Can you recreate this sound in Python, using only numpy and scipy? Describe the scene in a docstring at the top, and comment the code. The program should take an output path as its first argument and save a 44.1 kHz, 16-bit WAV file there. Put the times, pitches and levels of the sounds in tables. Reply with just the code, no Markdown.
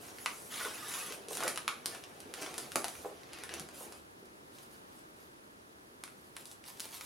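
"""A hand stirs a thin film bag on a plastic tray of sweets, then pushes it across a table and lets go.
The film hisses as it slides, crackles as it flexes and snaps where a crease flips over; the hollow tray
knocks now and then. Later, fingers crinkle one wrapped sweet while a thin whine fades in.
Each film sound is a shower of tiny buckles, filtered; each snap or knock is a smeared click that rings.
A small room answers throughout over a low steady rush, and a faint hum swells midway.
"""
import sys
import numpy as np
from scipy import signal
from scipy.fft import rfft, irfft
from scipy.io import wavfile

SR = 44100
rng = np.random.default_rng(int(sys.argv[2]) if len(sys.argv) > 2 else 0)


def dump(signal):
    """Clip the signal to [-1, 1] and save it as 16-bit WAV at the path in sys.argv[1]."""
    limited = np.clip(np.atleast_2d(signal).T, -1, 1)
    pcm = np.round(limited * 32767).astype(np.int16)
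    wavfile.write(sys.argv[1], SR, pcm)


N = 310905
TIME = np.arange(N) / SR

# The bag sliding across the table, before the layer balance: time_s, level_db
SLIDE_LEVEL = [(0.491, -64), (.515, -47.5), (.61, -44.5), (.72, -51), (.87, -52), (.9, -46), (.99, -45),
               (1.06, -51), (1.135, -50), (1.201, -72)]
# The hand flexing the bag, before the layer balance:
# start_s, length_s, wide_panel_level_db, small_facets_above_that_db
FLEXES = [(0, 0.13, -58, 6), (0.125, 0.41, -62.5, 13), (1.291, 0.1, -51, 9), (1.368, 0.15, -42, -3),
          (1.858, 0.14, -51.5, -2.5), (2.352, 0.17, -48, -3), (2.413, 0.023, -52.5, 12),
          (2.505, 0.18, -51.5, 0), (2.674, 0.43, -60, 8.5), (3.283, 0.21, -53.5, -11),
          (3.489, 0.14, -49.5, -6), (3.727, 0.15, -57.5, 8), (3.906, 0.1, -62.5, 2)]
# Relative spectra of the small facets, the wide panels and the dragging tray: frequency_hz, density_db_per_hz
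FACET_SPECTRUM = [(1500, -25), (3000, -18.5), (4500, -9), (6500, 0), (8500, 0.5), (11000, -1.5),
                  (13000, -0.5), (16000, -7)]
PANEL_SPECTRUM = [(300, -40), (650, -9.5), (1000, 1.5), (1400, 2), (1900, -0.5), (2500, 0), (3700, -1.5),
                  (6000, -6.5), (12000, -33)]
DRAG_SPECTRUM = [(60, -32.5), (150, -9.5), (260, -3), (380, 0.5), (550, -1.5), (800, -2.5), (1300, -28.5),
                 (4000, -69)]
# Creases flipping over: start_s, panel_level_db, panel_pitch_hz, tick_level_db
SNAPS = [(.085, -16, 1370, -41), (0.185, -13, 2300, -31), (0.2597, 9, 1220, -9.5), (0.938, -8, 1740, -20),
         (1.123, -8.5, 1290, -18), (1.2843, -16, 397, -17), (1.331, -11.5, 3050, -23),
         (1.3522, -19, 4500, -15), (1.371, -7, 800, -11), (1.4049, 2.5, 796, -15), (1.435, -3, 570, -9.5),
         (1.4782, 3, 1010, -7), (1.4805, -9, 1000, -7.5), (1.559, -9, 1500, -15), (1.575, 1.5, 1480, -11.5),
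         (1.6788, 9.5, 1450, -9), (1.8583, -6, 4800, -4.5), (1.9485, -8.5, 1420, -20),
         (2.0383, -12.5, 2950, -40), (2.2033, -29, 5200, -21), (2.3388, -6.5, 1500, -14.5),
         (2.4318, -10, 1400, -21), (2.4622, -4.5, 1110, -22), (2.541, -9.5, 1080, -19),
         (2.58, -7, 500, -10), (2.583, -5, 500, -14), (2.7187, -7.5, 1510, -19), (2.7573, 11, 670, -1),
         (2.8432, 5.5, 746, -8), (2.882, -12, 647, -13.5), (2.9528, -11.5, 1200, -37),
         (3.2334, -19, 2340, -42), (3.3327, -13, 2470, -22), (3.3864, -14, 1480, -27),
         (3.4361, -10, 1090, -15.5), (3.492, -6.5, 1500, -26), (3.5388, -12, 1400, -12.5),
         (3.5965, -13, 900, -15), (3.688, -14.5, 790, -24.5), (3.923, -10, 494, -23),
         (4.2555, -24, 500, -33.5), (4.585, -22, 3500, -34), (6.0372, -7, 1210, -15),
         (6.0772, -15, 1300, -30), (6.366, -7.5, 1230, -17.5), (6.455, -16.5, 4960, -26.5),
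         (6.514, -21, 5000, -26), (6.64, -17.5, 2480, -34), (6.7724, -27, 4450, -39),
         (6.7969, -20, 3800, -14.5), (6.8032, -5, 4540, -18), (6.8544, -9.5, 500, -20),
         (6.8887, -22, 2300, -30), (7.01, -8, 1080, -19)]
# A flipping panel rings around its pitch and about an octave above: multiple_of_pitch, level_db
PANEL_RING = [(.1, -50), (.35, -19.5), (.65, -7.5), (.88, -0.5), (1.2, -1), (1.5, -8.5), (1.8, -2),
              (2.2, -5.5), (2.9, -11), (3.6, -12.5), (12, -46)]
# The tick of a crease: frequency_hz, level_db
TICK_SPECTRUM = [(40, -28), (130, -3), (500, -3.5), (1800, -2.5), (4000, 1), (6300, 2), (10500, 2.5),
                 (16000, -12.5)]
# The tray bumping and buckling, before the overall trim: start_s, level_db, pitch_hz, scuff_spread_s
KNOCKS = [(.601, -10, 1310, .008), (.647, -9.5, 1140, 0.0044), (0.652, -16, 433, 0.0067),
          (1.102, -18.5, 480, 0.015), (1.17, -21.5, 506, .025), (1.273, -22.5, 430, .01),
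          (1.3086, -16, 710, 0.0014), (1.323, -19, 553, .002), (1.424, -6, 1240, .004),
          (1.440, -11, 594, .01), (1.466, -12.5, 1410, 0.00148), (1.467, -12, 500, 0.00306),
          (2.248, -22.5, 330, .025), (2.62, -27.5, 170, .015), (2.759, -11.5, 304, 0.0012),
          (3.045, -13.5, 690, 0.00281), (3.053, -10.5, 575, .006), (3.11, -26, 533, .0027),
          (3.601, -23.5, 194, 0.0075), (3.805, -19, 730, 0.0084), (3.862, -27.5, 320, 0.0045),
          (4.226, -27, 330, .0032)]
# Modes of the hollow tray: frequency_hz, width_hz, relative_level_db
TRAY_MODES = [(293, 53, -35), (427, 27, 6), (526, 68, 9), (639, 37, 3), (868, 28, -7.5), (1072, 270, 1),
              (1260, 76, -14), (1490, 26, -3.5)]
# Fingers pinching the wrapper, before the overall trim: start_s, length_s, level_db
PINCHES = [(4.51, 0.17, -56), (4.697, 0.1, -58.5), (4.88, 0.15, -61.5), (5.156, 0.14, -61.5),
           (6.02, 0.36, -64.5), (6.35, 0.089, -52), (6.435, 0.11, -53.5), (6.652, 0.061, -46),
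           (6.7, 0.62, -51.5), (6.804, 0.068, -50), (6.918, 0.065, -45), (7.008, 0.098, -51)]
# Relative spectrum of the wrapper: frequency_hz, density_db_per_hz
WRAPPER_SPECTRUM = [(300, -29), (900, 6), (1500, -3), (2600, 0), (4000, 1), (6000, -0.5), (8000, 2.5),
                    (11000, -0.5), (13500, 3), (16000, -5)]
# The room's decay: frequency_hz, t60_s
ROOM_DECAY = [(200, 0.45), (800, 0.31), (2100, 0.33), (5500, 0.28), (10000, 0.3), (15000, 0.26)]
# Side level of the reflections: frequency_hz, level_db
ROOM_WIDTH = [(100, -8), (500, -7.5), (1200, -4.5), (5000, -6), (10000, -2)]
# Relative spectra of the room tone, common to both ears and opposed: frequency_hz, density_db_per_hz
TONE_MID = [(15, -40), (25, -20.5), (87, -7), (166, -5.5), (317, -2.5), (394, -3), (503, -8.5), (591, -9),
            (695, -12.5), (1700, -18.5), (2220, -22.5), (16000, -28)]
TONE_SIDE = [(15, -61), (25, -20), (111, -16), (195, -9.5), (270, -8.5), (887, -4.5), (1260, -6.5),
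             (1650, -8), (2220, -14), (16000, -31.5)]
# Level of the room tone, before the mid and side balance: time_s, level_db
TONE_LEVEL = [(0, -56), (4.2, -58), (4.8, -57), (5.6, -59), (6.3, -58.5)]
# A faint low hum that swells for a while: time_s, level_db
HUM_LEVEL = [(2.5, -85), (2.9, -63.5), (3.6, -65), (4.3, -81)]
# A faint whine, one row: start_s, length_s, pitch_hz, peak_level_db
WHINE = (5.35, 4, 1690, -79)
# Microphone colour: frequency_hz, level_db
MIC_COLOUR = [(6000, -2.5), (8300, -5), (10300, 1.5), (12000, -5), (16000, -9)]
# Left minus right: frequency_hz, difference_db
MIC_LEAN = [(3000, -0.1), (8000, 0), (10500, -0.5), (13000, -4.5)]

HUM_HZ, EDGE_HZ = 76.5, 16100
LARGEST_BUCKLE_DB = 13  # above the smallest
LET_GO_S, TAKE_HOLD_S = 3.93, 4  # the hand starts to leave the bag; it takes the wrapped sweet


def slide(facets_db=2.0, panels_db=1.5, drag_db=-12, smooth=0.72):
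    """The sliding bag hisses in its small facets and wide panels; the tray drags beneath."""
    times, levels_db = np.transpose(SLIDE_LEVEL)
    speed = amp(np.interp(TIME, times, levels_db, -np.inf, -np.inf))  # silent outside the slide
    facets = amp(facets_db) * rustle(FACET_SPECTRUM, smooth)
    panels = amp(panels_db) * rustle(PANEL_SPECTRUM, smooth)
    return speed * (facets + panels + amp(drag_db) * dragging())


def bag(facets_db=-2, panels_db=-1, drag_db=-4, held_facets_db=-66, held_panels_db=-63,
        held_drag_db=-61, release_s=0.083, smooth=0.72):
    """The bag stirs steadily while held; each flex makes it crackle and shifts the tray."""
    held = np.clip((LET_GO_S - TIME) / release_s + 1, 0, 1)
    wide = sum(amp(db) * swell(s, length) for s, length, db, _ in FLEXES)
    fine = sum(amp(db + bright_db) * swell(s, length) for s, length, db, bright_db in FLEXES)
    facet_level = np.hypot(amp(facets_db) * fine, amp(held_facets_db) * held)
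    panel_level = np.hypot(amp(panels_db) * wide, amp(held_panels_db) * held)
    drag_level = np.hypot(amp(drag_db) * wide, amp(held_drag_db) * held)
    facets = facet_level * rustle(FACET_SPECTRUM, smooth)
    panels = panel_level * rustle(PANEL_SPECTRUM, smooth)
    return facets + panels + drag_level * dragging()


def rustle(spectrum, smooth, uneven_db=4, dwell_s=.02, count=16):
    """Sparse buckles and dense friction wander between patches of film that each ring differently."""
    buckles = crackle(per_s=380, size_db=5.5)
    friction = crackle(per_s=4000, size_db=5)
    drive = np.sqrt(1 - smooth) * buckles + np.sqrt(smooth) * friction
    hz = np.geomspace(200, 17000, 48)
    click = signal.unit_impulse(512)
    resonances_db = uneven_db * rng.standard_normal((count, len(hz)))
    resonances_db -= resonances_db.mean(0)
    patches = [colour(click, list(zip(hz, db))) for db in read(spectrum, hz) + resonances_db]
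    out, step = np.zeros(N), round(dwell_s * SR)
    for i in range(0, N, step):
        patch = patches[rng.integers(count)]
        add(out, i / SR, np.convolve(drive[i:i + step], patch))
    return evened(out)


def crackle(per_s, size_db):
    """Tiny buckles at random moments: many small, a few large."""
    size = amp(np.minimum(size_db * rng.exponential(1, N), LARGEST_BUCKLE_DB))
    happens = rng.random(N) < per_s / SR
    return evened(size * rng.choice([-1, 1], N) * happens)


def dragging():
    """The tray scrapes low on the table in many small slips."""
    return evened(colour(crackle(per_s=900, size_db=3.5), DRAG_SPECTRUM))


def swell(start, length, arch=0.5):
    """An effort that rises and falls in an arch, as in one push of the hand."""
    phase = np.clip((TIME - start) / length, 0, 1)
    return (4 * phase * (1 - phase)) ** arch


def snaps(crack_s=0.000504, flutter_s=0.0027, flutter_db=-8):
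    """A crease flips in about a millisecond with a tick; its panel rings and flutters briefly."""
    out, hz = np.zeros(N), np.linspace(20, 20000, 800)
    for s, panel_db, pitch_hz, tick_db in SNAPS:
        crack = burst(crack_s)
        t = np.arange(len(crack)) / SR
        flutter = unit(rng.standard_normal(len(t)) * np.exp(-t / flutter_s))
        ring_db = read([(multiple * pitch_hz, db) for multiple, db in PANEL_RING], hz)
        panel = amp(panel_db + ring_db)
        tick = amp(tick_db + read(TICK_SPECTRUM, hz))
        gain = np.hypot(panel, tick)
        snap = colour(crack + amp(flutter_db) * flutter, list(zip(hz, 20 * np.log10(gain))))
        add(out, s, np.sqrt(np.mean(gain ** 2)) * unit(snap))
    return out


def burst(spread_s, size=8192):
    """A click of even spectrum whose pitches leave the plastic at scattered moments, as bending waves do."""
    hz = np.fft.rfftfreq(size, 1 / SR)
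    lags = rng.exponential(1, size // 4)
    delay = spread_s * np.interp(2 * hz * spread_s, np.arange(len(lags)), lags)
    phase = -2 * np.pi * np.cumsum(delay) * hz[1]  # delay is the slope of phase over frequency
    click = irfft(np.exp(1j * phase), size)
    return np.roll(click, 20)[:size // 2]  # a short lead-in holds the start of its front


def knocks(level_db=-1, ring_db=-3, span=1.455):
    """Each bump is a dull scuff, heard directly and through the tray's modes."""
    out = np.zeros(N)
    for s, db, hz, spread_s in KNOCKS:
        scuff = unit(band(burst(spread_s), hz / span, hz * span))
        ring = unit(tray(scuff))
        add(out, s, amp(db + level_db) * (scuff + amp(ring_db) * ring))
    return out


def tray(force):
    """A force sets off the tray's modes; the wider a mode, the faster it dies."""
    t = np.arange(SR // 16) / SR
    ring = sum(amp(db) * np.exp(-np.pi * width * t) * np.sin(2 * np.pi * hz * t)
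               for hz, width, db in TRAY_MODES)
    return signal.oaconvolve(force, ring)[:len(force)]


def wrapper(level_db=-2, held_db=-72, smooth=0.56):
    """The sweet's wrapper stirs faintly in the fingers and crinkles at each pinch."""
    effort = sum(amp(db + level_db) * swell(s, length) for s, length, db in PINCHES)
    held = amp(held_db) * (TIME > TAKE_HOLD_S)
    return np.hypot(effort, held) * rustle(WRAPPER_SPECTRUM, smooth)


def room(x, wet_db=-2.0, near_db=-2, shift_s=.031, count=7):
    """Echo patterns crossfade in turn, like shifting parts of the film; the nearer wrapper is drier."""
    send = x * amp(wet_db + near_db * (TIME > 4.2))
    mid, side = np.zeros((2, N))
    for k in range(count):
        away = abs((TIME / shift_s - k + count / 2) % count - count / 2)  # turns from this pattern's own
        part = send * np.cos(np.pi / 2 * np.minimum(away, 1))
        common, opposed = (signal.oaconvolve(part, unit(tail))[:N] for tail in reflections())
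        mid, side = mid + common, side + opposed
    side = colour(side, ROOM_WIDTH)
    return np.array([mid + side, mid - side])


def reflections(early_db=4, early_s=0.01, gap_s=0.0024):
    """Dense mid and side echoes, strongest early from the table and the box; each band dies at its own speed."""
    size = SR * 2 // 3
    t = np.arange(size) / SR
    taps = rng.choice([-1, 1], (2, size)) * (rng.random((2, size)) < 4000 / SR)  # 4000 echoes a second
    taps = taps * (t > gap_s) * amp(early_db * np.exp(-t / early_s))
    hz, age, z = signal.stft(taps, SR, nperseg=256)
    decay = amp(-60 * age / read(ROOM_DECAY, hz)[:, None])
    return signal.istft(z * decay, SR, nperseg=256)[1]


def room_tone(mid_db=1.5, side_db=3, waver=0.56):
    """A wide steady rush with a little hiss, and a hum that wavers in level and phase."""
    mid = amp(mid_db) * rush(TONE_MID)
    side = amp(side_db) * rush(TONE_SIDE)
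    drift = rush([(5, 0), (15, -100)])  # slow wander, mostly below 5 Hz
    hum = evened((1 + waver * drift) * np.sin(2 * np.pi * HUM_HZ * TIME + drift))
    wide = np.array([mid + side, mid - side])
    return amp(curve(TONE_LEVEL)) * wide + amp(curve(HUM_LEVEL)) * hum


def rush(points):
    """Steady noise with the given spectrum."""
    gain = amp(read(points, np.fft.rfftfreq(N, 1 / SR)))
    return evened(irfft(rfft(rng.standard_normal(N)) * gain, N))


def whine():
    """A thin sine tone that fades in and is still rising at the end."""
    start, length, hz, db = WHINE
    return amp(db) * swell(start, length) * np.sin(2 * np.pi * hz * TIME)


def amp(db):
    """Decibels to amplitude."""
    return 10 ** (np.asarray(db) / 20)


def evened(x):
    """Scales a sound to an RMS level of one."""
    return x / np.sqrt(np.mean(x ** 2) + 1e-20)


def unit(x):
    """Scales a sound to an energy of one."""
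    return x / np.sqrt(np.sum(x ** 2) + 1e-20)


def read(points, hz):
    """A spectrum's value at hz, along a log axis."""
    f, value = np.transpose(points)
    return np.interp(np.log(hz + 1), np.log(f + 1), value)


def curve(rows):
    """A time table's value at every sample."""
    return np.interp(TIME, *np.transpose(rows))


def add(mix, s, sound):
    """Lays a sound into the mix at s seconds, cut off at the end."""
    part = mix[max(round(s * SR), 0):][:len(sound)]
    part += sound[:len(part)]


def colour(x, points, size=2048):
    """Causal minimum-phase filter with the given spectrum, so that clicks keep their sharp fronts."""
    log_gain = np.log(amp(read(points, abs(np.fft.fftfreq(size, 1 / SR)))))
    taps = np.fft.ifft(np.exp(np.conj(signal.hilbert(log_gain)))).real
    return signal.oaconvolve(x, taps[:size // 2])[:len(x)]


def band(x, lo_hz, hi_hz):
    """Gentle band-pass filter."""
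    return signal.sosfilt(signal.butter(2, [lo_hz, hi_hz], "band", fs=SR, output="sos"), x)


def scene():
    """Film, tray and wrapper in the centre, with the room, its tone and the whine around them."""
    direct = snaps() + knocks() + slide() + bag() + wrapper()
    return direct + room(direct) + room_tone() + whine()


def record(dry):
    """A close stereo microphone: a treble peak, a brighter right side and a band limit."""
    sides = []
    for x, sign in zip(dry, (1, -1)):
        lean = [(hz, sign * db / 2) for hz, db in MIC_LEAN]
        sides.append(colour(colour(x, MIC_COLOUR), lean))
    low_pass = signal.firwin(301, EDGE_HZ, window=("kaiser", 8), fs=SR)
    return signal.oaconvolve(np.array(sides), low_pass[None], "same", axes=1)


dry = scene()
out = record(dry)
dump(out)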